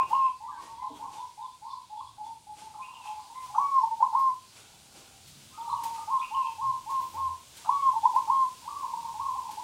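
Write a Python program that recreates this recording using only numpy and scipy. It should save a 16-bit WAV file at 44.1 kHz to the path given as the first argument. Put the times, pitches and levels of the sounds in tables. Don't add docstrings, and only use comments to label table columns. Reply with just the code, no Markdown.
import sys
import numpy as np
from scipy import signal
from scipy.io import wavfile
from scipy.ndimage import uniform_filter1d

SR = 44100
rng = np.random.default_rng(int(sys.argv[2]) if len(sys.argv) > 2 else 0)


def volts_from_db(level):
    exponent = np.asarray(level, float) / 20
    return 10 ** exponent


def waveform_to_disk(signal):
    frames = np.transpose(np.atleast_2d(signal))
    scaled = np.clip(frames, -1, 1) * 32767
    samples = np.round(scaled).astype(np.int16)
    wavfile.write(sys.argv[1], SR, samples)


N = 424683

# (time [s], stretch of the durations [ratio], lead-in [s])
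OPENS = [
    (3.583, 1.015, .034),
    (7.693, .985, .026),
]


def band(x, lo_hz, hi_hz):
    y = signal.sosfilt(signal.butter(2, [lo_hz, hi_hz], "bandpass", fs=SR, output="sos"), x)
    return y / np.std(y)


def add(out, start_s, x):
    i = int(start_s * SR)
    a, b = max(i, 0), min(i + len(x), N)
    out[a:b] += x[a - i:b - i]


def rise(t, width_s):
    return .5 + .5 * np.tanh(t / width_s)


def resonance(x, centre_hz, width_hz):
    return signal.lfilter(*signal.iirpeak(centre_hz, centre_hz / width_hz, fs=SR), x)


def room(x, t60_s, wet_db, gap_s, boom_hz, boom_width):
    t = np.arange(SR) / SR
    tail = rng.standard_normal(SR) * volts_from_db(-60 * t / t60_s) * rise(t - gap_s, .004)
    tail = resonance(tail / np.linalg.norm(tail), boom_hz, boom_width)
    return x + volts_from_db(wet_db) * signal.fftconvolve(x, tail)[:N]


def glides(rows, settle):
    out = np.zeros(N)
    for s, length, from_hz, to_hz, db in rows:
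        along = np.arange(int(length * SR)) / (length * SR)
        hz = to_hz + (from_hz - to_hz) * np.exp(-along / settle)
        tone = np.sin(2 * np.pi * np.cumsum(hz) / SR)
        add(out, s, np.sqrt(2) * volts_from_db(db) * np.sin(np.pi * along) ** .5 * tone)
    return out


def yard():
    # (frequency [Hz], density [dB per Hz])
    spectrum = [(15, -41), (25, -5), (91, 11), (307, 0), (555, -27.5), (789, 8), (1150, -21), (1390, -8),
                (1970, -11.5), (2510, -6.5), (3120, -13), (3980, 5.5), (6120, -17), (8460, 1), (15700, -76)]
    # (time [s], level [dB])
    traffic = [(0.0, -61.5), (0.21, -65.5), (1.21, -66), (1.5, -69), (2.63, -65.5), (2.9, -67.5),
               (4.56, -65), (5.34, -60.5), (6.36, -65.5), (7.11, -62.5), (7.38, -63.5), (9.63, -62)]
    hz, db = np.transpose(spectrum)
    out, hold = 0, SR // 9
    swell_db = 1.1 * (np.interp(np.arange(N) / SR, *np.transpose(traffic)) + 65)
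    for f in 28 * 2 ** np.arange(0, 9.2, 1 / 3):
        flicker = np.repeat(rng.standard_normal(N // hold + 1), hold)[:N]
        flicker = uniform_filter1d(flicker, hold)
        level_db = np.interp(np.log(f), np.log(hz), db) + 10 * np.log10(f)
        level_db = level_db + 3.6 * flicker + swell_db * (f < 450)
        out = out + volts_from_db(level_db) * band(rng.standard_normal(N), f / 1.12, f * 1.12)
    return volts_from_db(-60) * out / np.std(out)


def engine_throbs():
    # (time [s], duration [s], start frequency [Hz], end frequency [Hz], level [dB])
    pulses = [(.05, 0.05, 127, 129, -61), (.5, 0.19, 314, 331, -68), (.9, 0.028, 286, 280, -51),
              (.89, 0.028, 710, 603, -55.5), (.9, 0.021, 473, 450, -54.5), (2.05, 0.16, 116, 109, -61.5),
              (3.45, 0.12, 124.5, 137, -61.5), (5.25, 0.1, 131.4, 154, -61.5), (5.7, 0.08, 102, 112, -57),
              (6.62, 0.098, 127, 122, -54), (6.93, 0.029, 136, 142, -59.5), (7.12, 0.22, 90, 81, -58)]
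    return room(glides(pulses, settle=0.58), t60_s=0.47, wet_db=6.0, gap_s=0.0064, boom_hz=200, boom_width=200)


def songbirds():
    # (time after its start [s], duration [s], start frequency [Hz], end frequency [Hz], level [dB])
    phrase = [
        (.015, 0.044, 2360, 2540, 5.5),
        (.025, 0.066, 2560, 2770, -0.5),
        (.138, 0.054, 3400, 2800, 0),
        (.135, 0.018, 3800, 3100, -3.5),
        (.262, 0.021, 3180, 3150, -3.5),
        (.2, 0.077, 3100, 2590, -3),
        (0.25, 0.08, 3000, 2600, -0.5),
    ]
    # (time [s], level [dB])
    sung = [
        (-.02, -54),
        (2.802, -56),
        (6.199, -52),
    ]
    # (time [s], duration [s], start frequency
    # [Hz], end frequency [Hz], level [dB])
    chirps = [(.51, .08, 1700, 1500, -59), (.43, .07, 1930, 1990, -73), (.57, 0.033, 2260, 2170, -66),
              (.6, 0.1, 1830, 1900, -66.5), (.74, .06, 3380, 3330, -71), (.93, .06, 3250, 3270, -68.5),
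              (1.16, 0.047, 3620, 3540, -62.5), (1.52, 0.028, 3550, 3580, -69),
              (7.7, .06, 3430, 3400, -63.5), (8.3, .12, 3280, 3230, -65), (4.73, 0.044, 3400, 3500, -67),
              (6.46, .015, 3200, 3150, -57), (0.796, 0.052, 2060, 2040, -63),
              (1.406, 0.042, 3720, 3620, -64), (1.441, 0.036, 3510, 3440, -62),
              (1.694, 0.038, 3650, 3460, -61.5), (1.97, 0.051, 3450, 3360, -63),
              (2.063, 0.037, 3260, 3490, -61.5), (2.24, 0.049, 3510, 3430, -64.5),
              (3.342, 0.094, 2040, 2090, -65), (5.697, .015, 4050, 4100, -55),
              (5.71, .025, 4100, 3400, -57), (5.765, .03, 3050, 2800, -59), (8.0, 0.064, 3400, 3560, -61),
              (8.07, 0.066, 3520, 3480, -64.5), (6.19, 0.0216, 3200, 3580, -57.5),
              (6.253, 0.029, 3730, 3930, -68), (3.555, 0.043, 6100, 5930, -61),
              (3.593, .18, 5660, 5450, -70), (3.601, 0.14, 2280, 2240, -64.5),
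              (7.762, 0.083, 2290, 2173, -63), (3.796, 0.058, 5330, 5420, -66),
              (5.604, 0.012, 3470, 3450, -59), (7.812, 0.075, 3340, 3194, -62)]
    rows = []
    for start_s, start_db in sung:
        rows += [(start_s + s, length, a, b, start_db + db) for s, length, a, b, db in phrase]
    warble = band(rng.standard_normal(N), 30, 200)
    song = volts_from_db(4.9 * warble) * glides(rows, settle=0.1375)
    song += volts_from_db(4.5 * warble) * glides(chirps, settle=.5)
    return room(song, t60_s=0.35, wet_db=-2.5, gap_s=0.016, boom_hz=2700, boom_width=5600)


def sweeping():
    # (time [s], level [dB])
    steady = [(0, -64), (.4, -64.5), (1.4, -64), (2.4, -65.5), (3.2, -60), (3.6, -58), (4.4, -59.5),
              (5.2, -58), (5.7, -55.5), (6.6, -56), (7.4, -56.5), (7.8, -54), (9.63, -54)]
    # (time [s], level [dB], body level [dB], top level [dB])
    strokes = [(0, -63, -60, -72), (0.101, -54, -52, -61.5), (0.631, -54.5, -55.5, -75),
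               (.97, -59.5, -54.5, -68.5), (1.139, -54, -57.5, -81), (2.26, -63, -66.5, -75),
               (2.592, -53.5, -58.5, -78), (3.059, -54, -81, -76), (3.44, -55, -80, -64),
               (3.6, -65.5, -57.5, -63.5), (7.02, -56, -58, -55.5), (4.2, -65, -61.5, -69.5),
               (4.57, -53.5, -59.5, -81), (4.97, -54.5, -56.5, -77), (5.28, -64, -89, -65),
               (5.42, -61, -83, -72), (5.84, -50.5, -55, -67.5), (5.95, -52.5, -68, -72),
               (6.91, -53, -58.5, -61.5), (7.15, -57.5, -55.5, -60), (7.581, -51, -71, -67),
               (8.159, -56, -55.5, -70), (8.8, -69, -65, -65), (9.53, -55.5, -63.5, -73)]
    body_db, top_db, top_slope = -8.5, -10, 1.1
    steady_grit_db, stroke_grit_db = -7.5, -3.5
    attack_s, release_s = 0.028, 0.11
    db = np.interp(np.arange(N) / SR, *np.transpose(steady))
    near_db = db + 58
    steady_db = [db, db + body_db, db + top_db + (top_slope - 1) * near_db, db + steady_grit_db]
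    power = volts_from_db(np.array(steady_db)) ** 2
    after = np.arange(-SR // 5, SR) / SR
    shape = np.exp(np.minimum(2 * after / attack_s, -2 * after / release_s))
    for s, *dbs in strokes:
        for layer, stroke_db in zip(power, dbs + [dbs[0] + stroke_grit_db]):
            add(layer, s + after[0], volts_from_db(stroke_db) ** 2 * shape)
    return np.sqrt(power)


def rustle():
    level, body, top, grit = sweeping()
    scratch = rng.standard_normal((4, N)) * volts_from_db(1.4 * np.minimum(rng.exponential(size=N), 7))
    out = level * band(band(scratch[0], 1900, 11530), 2200, 9900)
    out += grit * band(scratch[1], 1200, 3200)
    out += body * band(scratch[2], 155, 1125)
    return out + top * band(scratch[3], 11500, 20000)


def scrapes():
    # (time [s], peak level [dB], decay time t60 [s])
    touches = [(0.0897, -45.5, 0.32), (0.9494, -59, 0.28), (1.1194, -53, 0.22), (2.5694, -58, 0.23),
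               (4.1894, -32, 0.25), (4.5594, -52, 0.23), (5.2729, -33, 0.19), (5.8334, -22, 0.25),
               (6.8992, -31, 0.26), (7.568, -24, 0.068), (8.1494, -31.5, 0.27), (9.509, -29.5, 0.25)]
    out, t = np.zeros(N), np.arange(SR // 4) / SR
    hiss = band(rng.standard_normal(N), 1500, 14000)
    for s, db, t60_s in touches:
        add(out, s, volts_from_db(db - 20.0 - 60 * t / t60_s) * rise(t - .002, .001))
    return out * hiss


def taps():
    # (time [s], centre frequency [Hz], level [dB], decay time t60 [s])
    impacts = [
        (4.2, 4900, -57, .14),
        (5.275, 8200, -58, .1),
        (8.15, 2100, -57, .05),
        (8.15, 4400, -56, .06),
        (4.95, 8000, -61, .12),
        (7.575, 2300, -59, .08),
        (.025, 380, -60, .4),
        (.63, 250, -62, .15),
        (.92, 240, -60, .15),
        (.26, 8800, -60, .05),
    ]
    out, t = np.zeros(N), np.arange(SR // 3) / SR
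    for s, hz, db, t60_s in impacts:
        noise = band(rng.standard_normal(len(t)), hz / 1.12, hz * 1.12)
        add(out, s, volts_from_db(db - 60 * t / t60_s) * rise(t - .004, .002) * noise)
    return out


def dove(notes, lead_db, grow_db_s, break_s, scoop_hz, snap_db, snap_s, swell_db, arch_db, hook_hz, flutter_db):
    # (multiple of the fundamental [ratio], level [dB])
    overtones = [(2, -44.5), (3, -50.5), (5, -45.5)]
    out = np.zeros(N)
    flutter = band(rng.standard_normal(N), 12, 70)
    for s, lead, length, top_hz, end_hz, db in notes:
        t = np.arange(-int(lead * SR) - 600, int(length * SR) + 600) / SR
        along = np.clip(t / length, 0, 1)
        closing = np.exp(np.minimum(t - length, .006) / .012)
        hz = top_hz + (end_hz - top_hz) * along ** 1.7 - hook_hz * closing ** 2
        body = volts_from_db(swell_db * closing * (top_hz - end_hz) / 55)
        body *= volts_from_db(arch_db * (np.sin(np.pi * along ** 1.5) - 1))
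        if lead > .014:
            low_hz = 925 + 105 * np.minimum(t, 0) / lead
            hz = low_hz + (hz - low_hz) * rise(t - snap_s, snap_s)
            burst = volts_from_db(snap_db + .18 * (top_hz - 1085)) * np.exp(-((t - .0022) / .0035) ** 2)
            lead_in = volts_from_db(lead_db + grow_db_s * np.minimum(t + .01, 0))
            lead_in *= rise(t + lead - .004, .004) * rise(-t - break_s, .003)
            shape = body * rise(t, .0025) + burst + lead_in
        else:
            hz -= scoop_hz * rise(.008 - t, .008)
            shape = body * rise(t - .006, .005)
        phase = 2 * np.pi * np.cumsum(hz) / SR
        tone = np.sin(phase) + sum(volts_from_db(h_db) * np.sin(k * phase) for k, h_db in overtones)
        add(out, s + t[0], np.sqrt(2) * volts_from_db(db) * shape * rise(length - t, 0.0068) * tone)
    return out * volts_from_db(flutter_db * flutter)


def hoots(rows, creep_hz):
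    return [(s, 0, length, hz, hz + creep_hz, db) for s, length, hz, db in rows]


def coos(rows, lead_s):
    return [(s, lead_s, *rest) for s, *rest in rows]


def distant_doves():
    # (time [s], duration [s], frequency [Hz], level [dB])
    hoarse = [(2.78, 0.036, 1050, -48.5), (2.86, 0.095, 1010, -54.5), (2.8, 0.27, 895, -62),
              (3.03, 0.047, 1015, -52), (3.165, 0.04, 1012, -50.5), (3.28, 0.045, 925, -54.5),
              (4.56, 0.59, 805, -75.5), (4.95, 0.27, 785, -75.5), (4.5, 0.21, 1460, -75),
              (4.85, 0.28, 1422, -80.5), (5.5, 0.046, 1065, -64.5), (5.53, 0.073, 1250, -56.5),
              (5.62, 0.098, 1185, -58), (5.95, 0.055, 1220, -57), (6.15, 0.1, 1252, -60.5)]
    song = dove(hoots(hoarse, -10), lead_db=0, grow_db_s=0, break_s=0, scoop_hz=40, snap_db=0, snap_s=.01,
                swell_db=0, arch_db=3, hook_hz=0, flutter_db=7)
    return room(song, t60_s=.45, wet_db=4, gap_s=.008, boom_hz=1050, boom_width=900)


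def far_doves():
    # (time [s], duration [s], frequency [Hz], level [dB])
    low = [(.665, 0.065, 896, -50), (.82, 0.017, 878, -36.5), (1.05, 0.049, 823, -48.5),
           (1.895, 0.06, 853, -44), (1.955, 0.024, 910, -40.5), (2.175, 0.051, 850, -42.5),
           (2.245, 0.048, 888.5, -40), (2.335, 0.022, 890, -71), (2.465, 0.047, 845, -46.5),
           (2.6, 0.11, 869.4, -46), (2.745, 0.023, 861, -44.5), (3.05, 0.12, 850.4, -42.5),
           (3.24, 0.016, 833, -47.5), (3.495, 0.094, 834, -42.5), (6.45, 0.029, 918, -36.5)]
    # (time [s], duration [s], top frequency [Hz], end frequency [Hz], level [dB])
    leaps = [
        (.44, 0.062, 966, 1060, -42.5),
        (.555, 0.058, 994, 943, -46.5),
        (1.028, 0.057, 1125, 1010, -43),
        (1.186, 0.066, 999, 988, -41.5),
        (1.412, 0.0566, 1037, 1018, -42.5),
        (1.655, 0.077, 1073, 1081, -43),
    ]
    high = [(.478, 0.04, 1185, 1156, -40.5), (.58, 0.041, 1154, 1023, -43), (.775, 0.082, 973, 1074, -40.5),
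            (.868, 0.0095, 1041, 1042, -26.5), (.915, 0.014, 1000, 930, -52),
            (1.725, 0.027, 1067, 970, -35.5), (2., 0.013, 972, 1148, -36), (3.345, 0.047, 1033, 1050, -44),
            (3.4, 0.075, 1037, 1000, -44), (5.79, 0.17, 1100, 1056, -62), (8.69, 0.12, 948, 1008, -56),
            (9.06, 0.033, 1090, 1032, -39.5), (9.43, 0.047, 916, 1020, -44), (7.58, 0.015, 950, 960, -56),
            (7.61, .02, 990, 1000, -58), (.66, 0.063, 1120, 1100, -53), (.93, 0.029, 990, 937, -48),
            (8.615, 0.041, 950, 996, -51)]
    song = dove(hoots(low, 22) + coos(leaps, .038) + coos(high, 0),
                lead_db=-0.5, grow_db_s=57, break_s=0.0015, scoop_hz=49.7, snap_db=-6.0, snap_s=0.0091,
                swell_db=-1.5, arch_db=2.5, hook_hz=29.8, flutter_db=2.0)
    return room(song, t60_s=0.37, wet_db=2.0, gap_s=0.01, boom_hz=930, boom_width=340)


def middle_doves():
    # (time [s], duration [s], frequency [Hz], level [dB])
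    low = [(5.575, 0.086, 913, -38), (5.665, 0.01, 963, -40), (5.72, 0.026, 950, -28.5),
           (5.765, 0.017, 928, -33.5), (5.83, 0.044, 907.5, -33), (5.892, 0.034, 902, -39),
           (5.978, 0.03, 895, -35.5), (8.825, 0.023, 911, -40), (8.927, 0.019, 942, -28.5),
           (8.965, 0.027, 914, -49), (9.04, 0.023, 930, -30), (9.352, 0.014, 862, -31),
           (9.485, 0.017, 887, -31.5)]
    # (time [s], duration [s], top frequency [Hz], end frequency [Hz], level [dB])
    leaps = [
        (5.698, 0.0527, 1145, 1055, -37),
        (8.678, .098, 1169, 1120, -41),
        (9.595, 0.015, 1030, 1050, -34),
    ]
    high = [
        (8.8, 0.0511, 1106, 1007, -34),
        (9.305, 0.0394, 1050, 1030, -38.5),
        (9.372, .03, 1050, 1030, -32.5),
        (5.72, 0.0484, 1075, 1050, -36),
        (8.965, 0.032, 1000, 1200, -43),
    ]
    # (time [s], lead-in [s], duration [s], top frequency [Hz], end frequency [Hz], level [dB])
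    slow = [
        (9.198, 0.06, .115, 1105, 1019, -34.5),
    ]
    song = dove(hoots(low, 31.7) + coos(leaps, .026) + coos(high, 0) + slow,
                lead_db=-2.0, grow_db_s=150, break_s=.003, scoop_hz=54.4, snap_db=-5.0, snap_s=0.0051,
                swell_db=2.5, arch_db=0.5, hook_hz=42.7, flutter_db=2.0)
    return room(song, t60_s=0.58, wet_db=1.0, gap_s=0.006, boom_hz=980, boom_width=330)


def second_dove():
    # (time [s], duration [s], level [dB])
    repeats = [
        (6.104, 0.076, -23.5),
        (6.339, 0.088, -24.5),
        (6.611, 0.11, -25.5),
        (6.891, 0.12, -27),
        (7.169, 0.12, -28),
    ]
    notes = [(s, .033, length, 1084, 1037, db) for s, length, db in repeats]
    song = dove(notes, lead_db=-9, grow_db_s=352, break_s=0.0017, scoop_hz=0, snap_db=-33, snap_s=0.0045,
                swell_db=8.0, arch_db=8.0, hook_hz=42.2, flutter_db=0.37)
    return room(song, t60_s=0.31, wet_db=2.0, gap_s=0.015, boom_hz=910, boom_width=120)


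def clicks():
    # (time [s], level [dB])
    puffs = [
        (.1, -44),
        (2.735, -51),
        (3.455, -53),
        (3.539, -35),
        (4.0, -44),
        (4.125, -44),
        (6.07, -47),
        (7.14, -52),
        (7.642, -37),
        (8.268, -44.5),
    ]
    out, t = np.zeros(N), np.arange(SR // 10) / SR
    for s, db in puffs:
        add(out, s, volts_from_db(db) * rise(t - .006, 0.0022) * np.exp(-t / 0.06))
    return out * band(band(band(rng.standard_normal(N), 700, 1300), 700, 1350), 680, 1400)


def throbbing():
    # (time after the phrase starts [s], level [dB])
    throb = [
        (0.127, -6),
        (.145, -2.5),
        (.165, -1.5),
        (0.182, 4),
        (.192, -5.5),
        (.201, 4),
        (.209, -6),
        (.216, -3),
        (.226, -7),
    ]
    t, (s, db) = np.arange(N) / SR, np.transpose(throb)
    gain_db = sum(np.interp(t, start_s + k * s, db, left=0, right=0) for start_s, k, lead in OPENS)
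    return volts_from_db(uniform_filter1d(gain_db, size=180))


def near_song():
    # (time after its start [s], duration [s], top [Hz], end [Hz], level [dB])
    opening = [
        (0, 0.089, 1120, 1129, -27.5),
        (0.093, 0.026, 1122, 1108, -32.5),
        (0.126, .093, 1096, 1027, -22),
    ]
    # (time [s], duration [s], frequency [Hz], level [dB])
    low = [
        (3.806, .018, 896, -31),
        (3.828, 0.018, 917, -18),
        (3.852, 0.031, 910, -33),
        (3.905, 0.037, 912, -25.5),
        (7.928, 0.025, 875, -32.5),
        (7.953, 0.027, 912, -24),
    ]
    # (time [s], duration [s], level [dB])
    stutters = [
        (-.004, .03, -23.5),
        (4.027, .022, -21.5),
        (8.056, .014, -20),
        (8.163, .027, -23),
    ]
    closes = [
        .1315,
        4.151,
        8.3,
    ]
    lead_s = .028
    notes = []
    for start_s, k, lead in OPENS:
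        notes += [(start_s + k * s, lead * (s == 0), k * length, *rest) for s, length, *rest in opening]
    notes += hoots(low, -9.5)
    notes += [(s, lead_s, length, 1084, 1052, db) for s, length, db in stutters]
    return notes + [(s, lead_s, .158, 1082.8, 1034, -24.5) for s in closes]


def near_dove():
    song = throbbing() * dove(near_song(), lead_db=-3, grow_db_s=260, break_s=.005, scoop_hz=8, snap_db=4.5,
                              snap_s=.006, swell_db=6.5, arch_db=0, hook_hz=12, flutter_db=.4)
    add(song, .033, volts_from_db(-16) * song)
    return room(song + clicks(), t60_s=0.3, wet_db=-7.5, gap_s=0.01, boom_hz=900, boom_width=300)


def scene():
    hiss = yard() + rustle()
    hiss = hiss - .45 * resonance(hiss, 1850, 700)
    doves = distant_doves() + far_doves() + middle_doves() + second_dove() + near_dove()
    return (hiss + engine_throbs() + songbirds() + scrapes() + taps() + doves)[None]


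def low_pass(x):
    return signal.sosfilt(signal.butter(12, 15880, fs=SR, output="sos"), x)


def record(dry):
    cut = signal.sosfilt(signal.ellip(8, .2, 70, 15800, fs=SR, output="sos"), dry)
    return low_pass(cut)


dry = scene()
out = record(dry)
waveform_to_disk(out)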